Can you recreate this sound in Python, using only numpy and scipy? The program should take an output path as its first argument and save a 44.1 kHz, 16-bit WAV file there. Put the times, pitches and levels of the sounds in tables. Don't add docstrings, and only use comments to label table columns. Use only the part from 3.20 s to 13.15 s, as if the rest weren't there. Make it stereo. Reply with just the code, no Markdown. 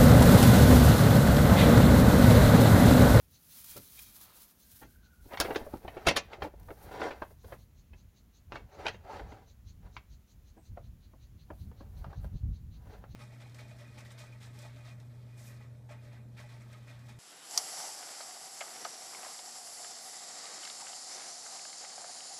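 import sys
import numpy as np
from scipy import signal
from scipy.fft import rfft, irfft, next_fast_len
from scipy.io import wavfile
from scipy.ndimage import uniform_filter1d, map_coordinates

SR = 44100
rng = np.random.default_rng(int(sys.argv[2]) if len(sys.argv) > 2 else 0)


def transcribe(signal):
    frames = np.atleast_2d(signal).T
    limited = np.clip(frames, -1, 1)
    pcm = np.round(limited * 32767).astype(np.int16)
    wavfile.write(sys.argv[1], SR, pcm)


N = 438794

# start in seconds, level in dB (rms over 20 ms), contact hardness in Hz,
# low thump in dB, clack of loose slats in dB, chatter time in seconds.
BLOWS = [(0.558, -47.5, 4930, 3.5, -10, 0.0093), (1.617, -49, 1580, 2.5, 2, 0.0075),
         (2.054, -53, 2150, 37, 5, 0.0011), (2.108, -44, 835, -9, 4, 0.0059),
         (2.133, -40, 1740, -10, 0, .004), (2.173, -38.5, 2330, -18, -3, .0004),
         (2.201, -25, 9150, -5, -10, 0.00027), (2.209, -28.5, 5000, 1, -5, 0.00092),
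         (2.245, -33, 2030, 2, -1, 0.0044), (2.276, -34.5, 1400, 12, -3, 0.0099),
         (2.304, -33, 1390, 2.5, 0, 0.0035), (2.345, -38, 1840, -10, 1, 0.005),
         (2.359, -29.5, 3360, 4, -8, 0.0005), (2.405, -42, 1130, 22, -8, 0.0041),
         (2.464, -42, 1046, 12, -11, 0.0017), (2.536, -36, 1660, 16, -16.5, 0.0015),
         (2.647, -41.5, 1560, 20, -16, 0.0025), (2.678, -38.5, 2006, 6.5, 5, 0.0017),
         (2.767, -38.5, 1530, 11.5, 2.5, 0.0023), (2.866, -18.5, 5500, 1.5, -2, .0045),
         (2.883, -19, 8340, -7.5, 7, 0.0026), (2.91, -32.5, 5760, 12, -9, 0.00054),
         (2.961, -24, 8450, -5, 2, 0.0039), (2.971, -32, 6850, -10, -10, 0.0014),
         (3.133, -43, 2200, -5.5, -0.5, 0.00029), (3.181, -50.5, 1060, 32, 0, 0.0019),
         (3.22, -33.5, 2340, 5.5, -1, 0.0024), (3.239, -36.5, 2000, 12, -13, 0.0072),
         (3.337, -52.5, 840, 8, -6, 0.0003), (3.484, -46, 1300, 3, -5, 0.0024),
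         (3.505, -41, 1140, 4.5, -1, 0.00067), (3.816, -33.5, 1340, -16, -3.5, 0.00069),
         (3.904, -39.5, 1670, -2.5, 1, 0.0037), (4.019, -34.5, 1100, -8.5, -8.5, 0.0011),
         (4.106, -56.5, 910, 12.5, 8, 0.00032), (4.241, -51.5, 3850, 13.5, -9, 0.0044),
         (4.321, -42.5, 1200, -0.5, 1, 0.0029), (4.732, -57, 2735, 15.5, 10.5, 0.0019),
         (5.321, -39.5, 2050, -2.5, -3.5, 0.00018), (5.356, -40, 2090, -4, -1.5, 0.00076),
         (5.656, -37.5, 2210, -5, -2, 0.0018), (5.665, -29.5, 2900, -7.5, -0.5, 0.0018),
         (5.681, -32.5, 4060, -5, 3.5, 0.0019), (5.743, -50, 2920, 10, 2, 0.0025),
         (5.996, -45, 1130, -9, -1, 0.00021), (6.12, -47.5, 2220, 17, 2.5, 0.0019),
         (6.766, -41.5, 1727, -20.5, -3, 0.00048), (7.365, -54.5, 869, 15.5, 6, 0.005),
         (7.572, -45, 853, -7, -10.5, 0.001), (7.935, -57.5, 892, 6, -7, 0.0014),
         (8.303, -43.5, 834, -3.5, -4.5, 0.0011), (8.513, -59, 1200, 6.5, 0.5, 0.0022),
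         (8.605, -50.5, 2230, 12, -11, .002), (8.843, -46.5, 1295, -15, -12.5, 0.00037),
         (8.928, -50.5, 1380, -14.5, -18, 0.00094), (9.044, -50.5, 1450, -3, -10, 0.00034),
         (9.84, -52, 1060, -9, -5, 0.00036)]
# frequency in Hz, relative level in dB.
GRASS_COLOUR = [(180, -34), (400, -18), (800, -12.5), (1300, -6.5), (2400, -6.5), (4000, -2.5), (6300, -2),
                (8000, -4), (10000, 1.5), (13500, 3.5), (16000, 1.5)]


def knock(db, hard_hz, thump_db, clack_db, chatter_s, contacts_per_s=2200, first_touch=0.22,
          thump_hz=800, clack_hz=2400, clack_octaves=0.62):
    # frequency in Hz, relative level in dB.
    blow_colour = [(60, -6), (150, -12.5), (300, -4.5), (600, -1), (850, -1.5), (1150, -5.5), (1600, -2),
                   (2400, -1.5), (4000, -5.5), (6300, -9.5), (8000, -18), (10000, -12), (15500, -21)]
    ring = wood_ring()
    t, hz = np.arange(ring.shape[1]) / SR, bins(ring)
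    pressure = t / chatter_s * np.exp(-t / chatter_s)
    touching = rng.random(len(t)) < contacts_per_s / SR
    touches = rng.standard_normal(len(t)) * touching * pressure
    touches[0] = first_touch
    ring = ports(signal.fftconvolve(ring, touches[None], axes=1)[:, :len(t)])
    softness = 10 * np.log10((1 + (hz / hard_hz) ** 4) * (1 + (hz / hard_hz / 3) ** 4))
    thump = thump_db / (1 + (hz / thump_hz) ** 3)
    clack = clack_db * np.exp(-(np.log2((hz + 1) / clack_hz) / clack_octaves) ** 2)
    sound = colour(ring, read(blow_colour, hz) - softness + thump + clack - broad_db(ring))
    return amp(db) * evened(sound) * np.sqrt(.02 / t[-1])


def wood_ring(modes_db=-8.5, crack_db=0, crack_s=.0014, size=16384):
    # frequency in Hz, relative level in dB, 60 dB decay in seconds.
    main_modes = [(190, -16.5, 0.038), (317, -7.5, .09), (389, -8, 0.043), (506.5, 1, 0.022),
                  (571, -2.5, 0.095), (660.4, -6, 0.12), (774.7, -10, 0.097), (888, -9.5, 0.095),
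                  (989.5, -2, 0.058), (988, -9, 0.12), (1381, -2, 0.0547), (1570, -7, 0.057),
                  (1642, -3, 0.02), (2064, -4, .08), (2085, -9, 0.15), (2235, -4, 0.12), (2361, -4, .07),
                  (2590, -4, 0.15), (2770, 1, 0.1), (3148, -0.5, .1), (3786, -3.5, 0.022),
                  (3950, -1.5, 0.095), (4400, -1, 0.1), (5970, -5.5, 0.12)]
    # frequency in Hz, 60 dB decay in seconds.
    small_decay = [(150, 0.11), (600, 0.087), (2500, 0.08), (6000, 0.09), (14000, .04)]
    t = np.arange(size) / SR
    hz, db, t60 = np.array(main_modes).T[:, :, None]
    place = rng.uniform(0, 2 * np.pi, (2, len(hz), 1))
    modes = (amp(db - 60 * t / t60) * np.sin(2 * np.pi * hz * t + place)).sum(1)
    f, frames, z = signal.stft(rng.standard_normal((2, size)), SR, nperseg=128)
    fade = amp(-60 * frames / read(small_decay, f)[:, None])
    dense = signal.istft(z * fade, SR, nperseg=128)[1][:, :size]
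    crack = rng.standard_normal((2, size)) * np.exp(-t / crack_s)
    return amp(modes_db) * evened(modes) + evened(dense) + amp(crack_db) * evened(crack)


def broad_db(x, size=331):
    power = uniform_filter1d((abs(rfft(x)) ** 2).mean(0), size)
    return 10 * np.log10(np.maximum(power / power.mean(), 1e-6))


def slides(slips_per_s=2500, spread_db=3.8, judder_db=1.66, judder_s=.013, shift_s=.12,
           scuff_db=-17.5, scuff_rise_s=.02, scuff_fall_s=.06):
    # peak, rise and fall in seconds, level in dB before the judder.
    shoves = [(2.14, 0.051, 0.021, -43), (2.28, .08, 0.35, -47.5), (2.8, 0.21, .27, -50.5),
              (3.14, 0.07, 0.084, -48.5), (3.25, 0.046, 0.036, -41), (3.42, .1, 0.12, -62.5),
              (3.84, 0.2, 0.14, -36.5), (4.33, 0.1, 0.067, -55.5), (5.35, 0.032, 0.092, -48.5),
              (5.66, 0.15, 0.052, -43), (5.95, 0.12, 0.11, -42.5), (6.14, 0.25, 0.15, -53.5),
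              (6.655, 0.036, 0.08, -57.5), (8.63, .25, 0.16, -66), (8.9, 0.31, 0.31, -60),
              (9.72, 0.14, 0.19, -55.5)]
    # frequency in Hz, relative level in dB.
    shove_colour = [(100, -23), (300, -3), (550, 2), (780, 2), (1150, -8), (1550, -4.5), (2100, -10),
                    (3200, -18.5), (4500, -20), (6300, -27), (8000, -32), (15000, -42)]
    turn = wander(shift_s)
    rub = 0
    for share in (np.cos(turn), np.sin(turn)):
        ring = wood_ring()
        ring = colour(ring, -broad_db(ring))
        slips = share * grains(slips_per_s, spread_db)
        rub = rub + signal.oaconvolve(slips, ring, axes=1)[:, :N]
    scuffs = [(s, scuff_rise_s, scuff_fall_s, db + scuff_db) for s, db, *_ in BLOWS]
    level = strokes(list(shoves) + scuffs) * amp(judder_db * wander(judder_s))
    return level * tinted(ports(rub), shove_colour)


def rail(width_hz=190, slips_per_s=2500, spread_db=2):
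    # time in seconds, level in dB, resonance in Hz.
    hum_path = [(5.809, -86, 709), (5.87, -50, 730), (5.92, -45, 844), (5.97, -52, 880), (6.03, -76, 830),
                (6.11, -59, 750), (6.281, -91.5, 760)]
    s, db, hz = np.transpose(hum_path)
    t, r = np.arange(N) / SR, np.exp(-np.pi * width_hz / SR)
    turn = np.exp(2j * np.pi * np.cumsum(np.interp(t, s, hz)) / SR)
    slips = grains(slips_per_s, spread_db) / turn
    hum = (turn * signal.lfilter([1], [1, -2 * r, r * r], slips)).real
    level = amp(np.interp(t, s, db, left=-140, right=-140))
    return level * evened(ports(hum))


def swish(blades_per_s=5000, spread_db=2.0, flutter_db=2.0, flutter_s=.023):
    # peak, rise and fall in seconds, level in dB before the flutter.
    sweeps = [(.2, .6, 0.32, -60), (.36, 0.099, 0.11, -48), (.52, 0.25, 0.18, -45), (.78, 0.29, 0.27, -48),
              (1.02, 0.23, 0.068, -51.5), (1.24, 0.42, 0.13, -53.5), (1.59, 0.29, 0.067, -51.5),
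              (1.7, 0.12, 0.16, -62), (2.28, 0.4, 0.66, -55), (3.24, 0.042, 0.06, -56),
              (3.66, 0.37, 0.22, -59.5), (4.11, 0.45, .1, -64.5), (4.3, .1, 0.15, -59.5),
              (8.42, 0.18, 0.14, -65.5), (8.8, 0.24, 0.11, -67.5), (9.04, 0.051, 0.077, -62.5),
              (9.74, 0.22, 0.11, -72)]
    level = strokes(sweeps) * amp(flutter_db * wander(flutter_s))
    return level * tinted(ports(grains(blades_per_s, spread_db)), GRASS_COLOUR)


def ticks(level_db=3, decay_s=0.0057):
    # start in seconds, peak in dB before level_db.
    snaps = [(0.443, -34.5), (0.566, -34), (0.5766, -31.5), (0.7915, -34), (1.0127, -40.5), (2.201, -19),
             (2.21, -25), (3.3977, -51), (3.43, -53)]
    out, t = np.zeros((2, N)), np.arange(2048) / SR
    for s, db in snaps:
        snap = tinted(rng.standard_normal((2, len(t))) * np.exp(-t / decay_s), GRASS_COLOUR)
        add(out, s, amp(db + level_db) * snap / abs(snap).max())
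    return out


def thuds(decay_s=.045, onset_s=.0017, size=16384):
    # start in seconds, relative level in dB.
    presses = [(0.557, -56), (1.621, -59), (2.873, -40)]
    # frequency in Hz, relative level in dB.
    turf_colour = [(30, -23), (70, -5.5), (130, 4.5), (230, -1), (380, -4), (700, -27), (2000, -62.5)]
    out, t = np.zeros((2, N)), np.arange(size) / SR
    for s, db in presses:
        push = tinted(ports(rng.standard_normal((2, size))), turf_colour)
        add(out, s, amp(db) * push * np.exp(-t / decay_s) * (1 - np.exp(-t / onset_s)) * 2)
    return out


def hinge(level_db=-1, slips_per_s=3000, spread_db=3):
    # peak, rise and fall in seconds, level in dB before level_db.
    rubs = [(.56, 0.23, 0.075, -58.5), (.793, 0.027, 0.015, -47), (.85, 0.27, 0.2, -62)]
    # frequency in Hz, width in Hz, relative level in dB.
    plate_modes = [(1500, 51, -35), (2430, 110, 5), (3240, 86, 5), (3740, 78, 3)]
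    slips = ports(grains(slips_per_s, spread_db))
    plates = sum(amp(db) / (1 + 2j * (bins(slips) - hz) / width) for hz, width, db in plate_modes)
    return amp(level_db) * strokes(rubs) * evened(waveform(spectrum(slips) * plates, N))


def palm(slips_per_s=5000, spread_db=2):
    # peak, rise and fall in seconds, level in dB.
    palm_rubs = [(1.1, 0.27, 0.27, -60.5)]
    # frequency in Hz, relative level in dB.
    skin_colour = [(100, -21), (300, -10), (700, -6), (1250, -1), (1800, -10), (4000, -8.5), (15000, -46)]
    return strokes(palm_rubs) * tinted(ports(grains(slips_per_s, spread_db)), skin_colour)


def wind(breeze_pan_db=-1.5, lumps_db=3, lump_s=.085, eddies_db=3.5, eddy_s=.03):
    # time in seconds, level in dB before pan, lumps and eddies.
    breeze_path = [(0, -65), (1.5, -68.5), (2.2, -56.5), (3.9, -54), (5.002, -58.5), (6.4, -55), (7.1, -59),
                   (8.3, -51), (9.95, -51.5)]
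    # peak in seconds, rise and fall (one value) in seconds,
    # level in dB before the eddies, left minus right in dB.
    gust_rows = [(1.659, 0.26, -58.5, 5), (2.25, 0.086, -43, 2), (2.55, .08, -48, 10),
                 (3.679, 0.28, -48.5, -1), (4.32, 0.23, -49, 2), (4.74, 0.22, -54.5, -9.5),
                 (5.359, .15, -46, 1.5), (5.68, 0.27, -50, -7), (6.05, 0.11, -45, -9.5),
                 (6.62, 0.32, -46, -4), (7.532, 0.17, -45.5, -1), (8.49, 0.32, -43.5, -7.5),
                 (8.78, 0.18, -41, 2), (8.871, 0.035, -42.5, -28.5), (9.022, 0.1, -43, -22),
                 (9.159, 0.032, -31.5, 11), (9.28, 0.096, -31.5, 1.5), (9.442, 0.45, -49.5, 19.5),
                 (9.94, 0.071, -40.5, 5.5)]
    # frequency in Hz, relative level in dB.
    wind_colour = [(15, -31), (25, -13.5), (50, 2), (80, 0.5), (120, -6.5), (200, -16.5), (320, -31.5),
                   (600, -51), (1200, -60), (3000, -91)]
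    breeze_db = np.interp(np.arange(N) / SR, *np.transpose(breeze_path))
    push = []
    for side in (1, -1):
        gusts = strokes([(s, width, width, db + side * pan / 2) for s, width, db, pan in gust_rows])
        breeze = amp(breeze_db + side * breeze_pan_db / 2 + lumps_db * wander(lump_s))
        push.append(np.hypot(breeze, gusts) * amp(eddies_db * wander(eddy_s)))
    return np.array(push) * tinted(rng.standard_normal((2, N)), wind_colour)


def insect(rasps_per_s=5.3, level_db=2, uneven_db=1, uneven_tilt_db=2.5, jitter_s=.004):
    # first and last stroke in seconds, first and last level in dB before level_db,
    # mean brightness in dB an octave.
    bouts = [(0.147, 1.22, -64, -67, 2), (1.437, 2.059, -65.5, -73.5, 2), (4.222, 6.495, -70, -66, 2.5),
             (6.755, 7.465, -68, -69.5, 4.5), (7.654, 9.926, -70, -68.5, -9.5)]
    out = np.zeros((2, N))
    for first, last, first_db, last_db, tilt_db in bouts:
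        for s in np.linspace(first, last, round((last - first) * rasps_per_s) + 1):
            late, strong, bright = rng.standard_normal(3)
            db = level_db + np.interp(s, [first, last], [first_db, last_db]) + uneven_db * strong
            sound = amp(db) * rasp(tilt_db + uneven_tilt_db * bright)
            add(out, s + jitter_s * late - sound.shape[1] / 2 / SR, sound)
    return out


def rasp(tilt_db, length_s=.021, rise_per_s=1.4, pivot_hz=4200, size=8192):
    # frequency in Hz, relative level in dB before the tilt.
    wing_colour = [(1500, -17), (2800, -8), (3500, -5.5), (4150, 3.5), (5200, -10.5), (6300, 1.5),
                   (7200, -10), (8200, -26)]
    t = (np.arange(size) - size / 2) / SR
    bands = [(hz, db + tilt_db * max(np.log2(hz / pivot_hz), 0)) for hz, db in wing_colour]
    noise = tinted(rng.standard_normal((2, size)), bands)
    place = (t + rise_per_s * t ** 2 / 2 - t[0]) * SR
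    sliding = np.array([map_coordinates(side, [place], mode="wrap") for side in noise])
    return sliding * np.exp(-(t / length_s) ** 2 / 2)


def buzz(level_db=-77, centre_hz=8300, width_hz=900, beats_per_s=170):
    trill_span = 7.35, 7.5
    t, noise = np.arange(N) / SR, rng.standard_normal((2, N))
    bell = np.exp(-((bins(noise) - centre_hz) / width_hz) ** 2)
    band = evened(waveform(spectrum(noise) * bell, N))
    swell = np.sin(np.pi * np.interp(t, trill_span, [0, 1]))
    return amp(level_db) * swell * band * (1 + np.sin(2 * np.pi * beats_per_s * t))


def whistle(peak_s=1.92, rise_s=0.59, fall_s=.33, pitch_hz=1480, sag_hz_per_s=290, waver=0.037,
            waver_s=.003, flutter_db=3.5, flutter_s=.005, level_db=-73):
    sagging = pitch_hz - sag_hz_per_s * (np.arange(N) / SR - peak_s)
    pitch = sagging * (1 + waver * wander(waver_s))
    level = strokes([(peak_s, rise_s, fall_s, level_db)]) * amp(flutter_db * wander(flutter_s))
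    return np.sqrt(2) * level * np.sin(2 * np.pi * np.cumsum(pitch) / SR)


def still_air(level_db=-66):
    # frequency in Hz, relative level in dB.
    air_colour = [(30, 6.5), (80, 12.5), (200, 23), (400, 10), (1000, 3), (2500, 0), (5000, -4.5),
                  (7000, -2), (8300, -11), (10000, -4.5), (15500, -2.5)]
    return amp(level_db) * tinted(rng.standard_normal((2, N)), air_colour)


def campsite(x, wet_db=-28, t60=0.29, dull_hz=3500):
    t = np.arange(SR) / SR
    tail = rng.standard_normal((2, SR)) * amp(-60 * t / t60) * (t > .02)
    tail = colour(tail, -10 * np.log10(1 + (bins(tail) / dull_hz) ** 4))
    return x + amp(wet_db) * signal.oaconvolve(x, tail / np.linalg.norm(tail[0]), axes=1)[:, :N]


def ports(pair, lag_s=.00018):
    # frequency in Hz, likeness from 0 to 1.
    likeness = [(200, 1), (700, .93), (1500, 0.6), (3000, 0.2), (8000, 0)]
    hz, (a, b) = bins(pair), spectrum(pair)
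    same = np.clip(read(likeness, hz), 0, 1)
    mid, side = a * np.sqrt(1 + same), b * np.sqrt(1 - same)
    left = (mid + side) * np.exp(-2j * np.pi * hz * lag_s)
    return waveform(np.array([left, mid - side]), pair.shape[1]) / np.sqrt(2)


def stroke(peak_s, rise_s, fall_s, db, depth_db=18.5, roundness=1.3):
    t = np.arange(0, N, 64) / SR - peak_s
    away = np.maximum(-t / rise_s, t / fall_s)
    return amp(db - depth_db * abs(away) ** roundness) ** 2


def strokes(rows):
    power = sum(stroke(*row) for row in rows)
    return np.interp(np.arange(N), np.arange(0, N, 64), np.sqrt(power))


def grains(per_s, spread_db):
    size = amp(spread_db * np.minimum(rng.exponential(1, (2, N)), 4)) * rng.choice([-1, 1], (2, N))
    return evened(size * (rng.random((2, N)) < per_s / SR))


def wander(seconds):
    knots = np.arange(0, N / SR + seconds, seconds)
    return evened(np.interp(np.arange(N) / SR, knots, rng.standard_normal(len(knots))))


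def amp(db):
    return 10 ** (np.asarray(db) / 20)


def evened(x):
    return x / np.sqrt(np.mean(x ** 2) + 1e-30)


def read(points, hz):
    f, value = np.transpose(points)
    return np.interp(np.log(hz + 1), np.log(f), value)


def bins(x):
    return np.fft.rfftfreq(next_fast_len(x.shape[-1]), 1 / SR)


def spectrum(x):
    return rfft(x, next_fast_len(x.shape[-1]))


def waveform(z, size):
    return irfft(z, next_fast_len(size))[..., :size]


def colour(x, db):
    size = next_fast_len(x.shape[-1])
    cepstrum = irfft(np.log(amp(db)), size)
    cepstrum[1:size // 2] *= 2
    cepstrum[size // 2 + 1:] = 0
    return waveform(spectrum(x) * np.exp(rfft(cepstrum)), x.shape[-1])


def tinted(x, points):
    return evened(colour(x, read(points, bins(x))))


def add(mix, s, sound):
    part = mix[:, max(round(s * SR), 0):][:, :sound.shape[1]]
    part += sound[:, :part.shape[1]]


def scene():
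    wood = slides() + rail()
    for s, *blow in BLOWS:
        add(wood, s, knock(*blow))
    table = campsite(wood) + thuds() + palm() + hinge() + swish() + ticks()
    return table + wind() + insect() + buzz() + whistle() + still_air()


def record(dry, edge_hz=15950):
    low_pass = signal.firwin(511, edge_hz, window=("kaiser", 9), fs=SR)
    return signal.oaconvolve(dry, low_pass[None], "same")


dry = scene()
out = record(dry)
transcribe(out)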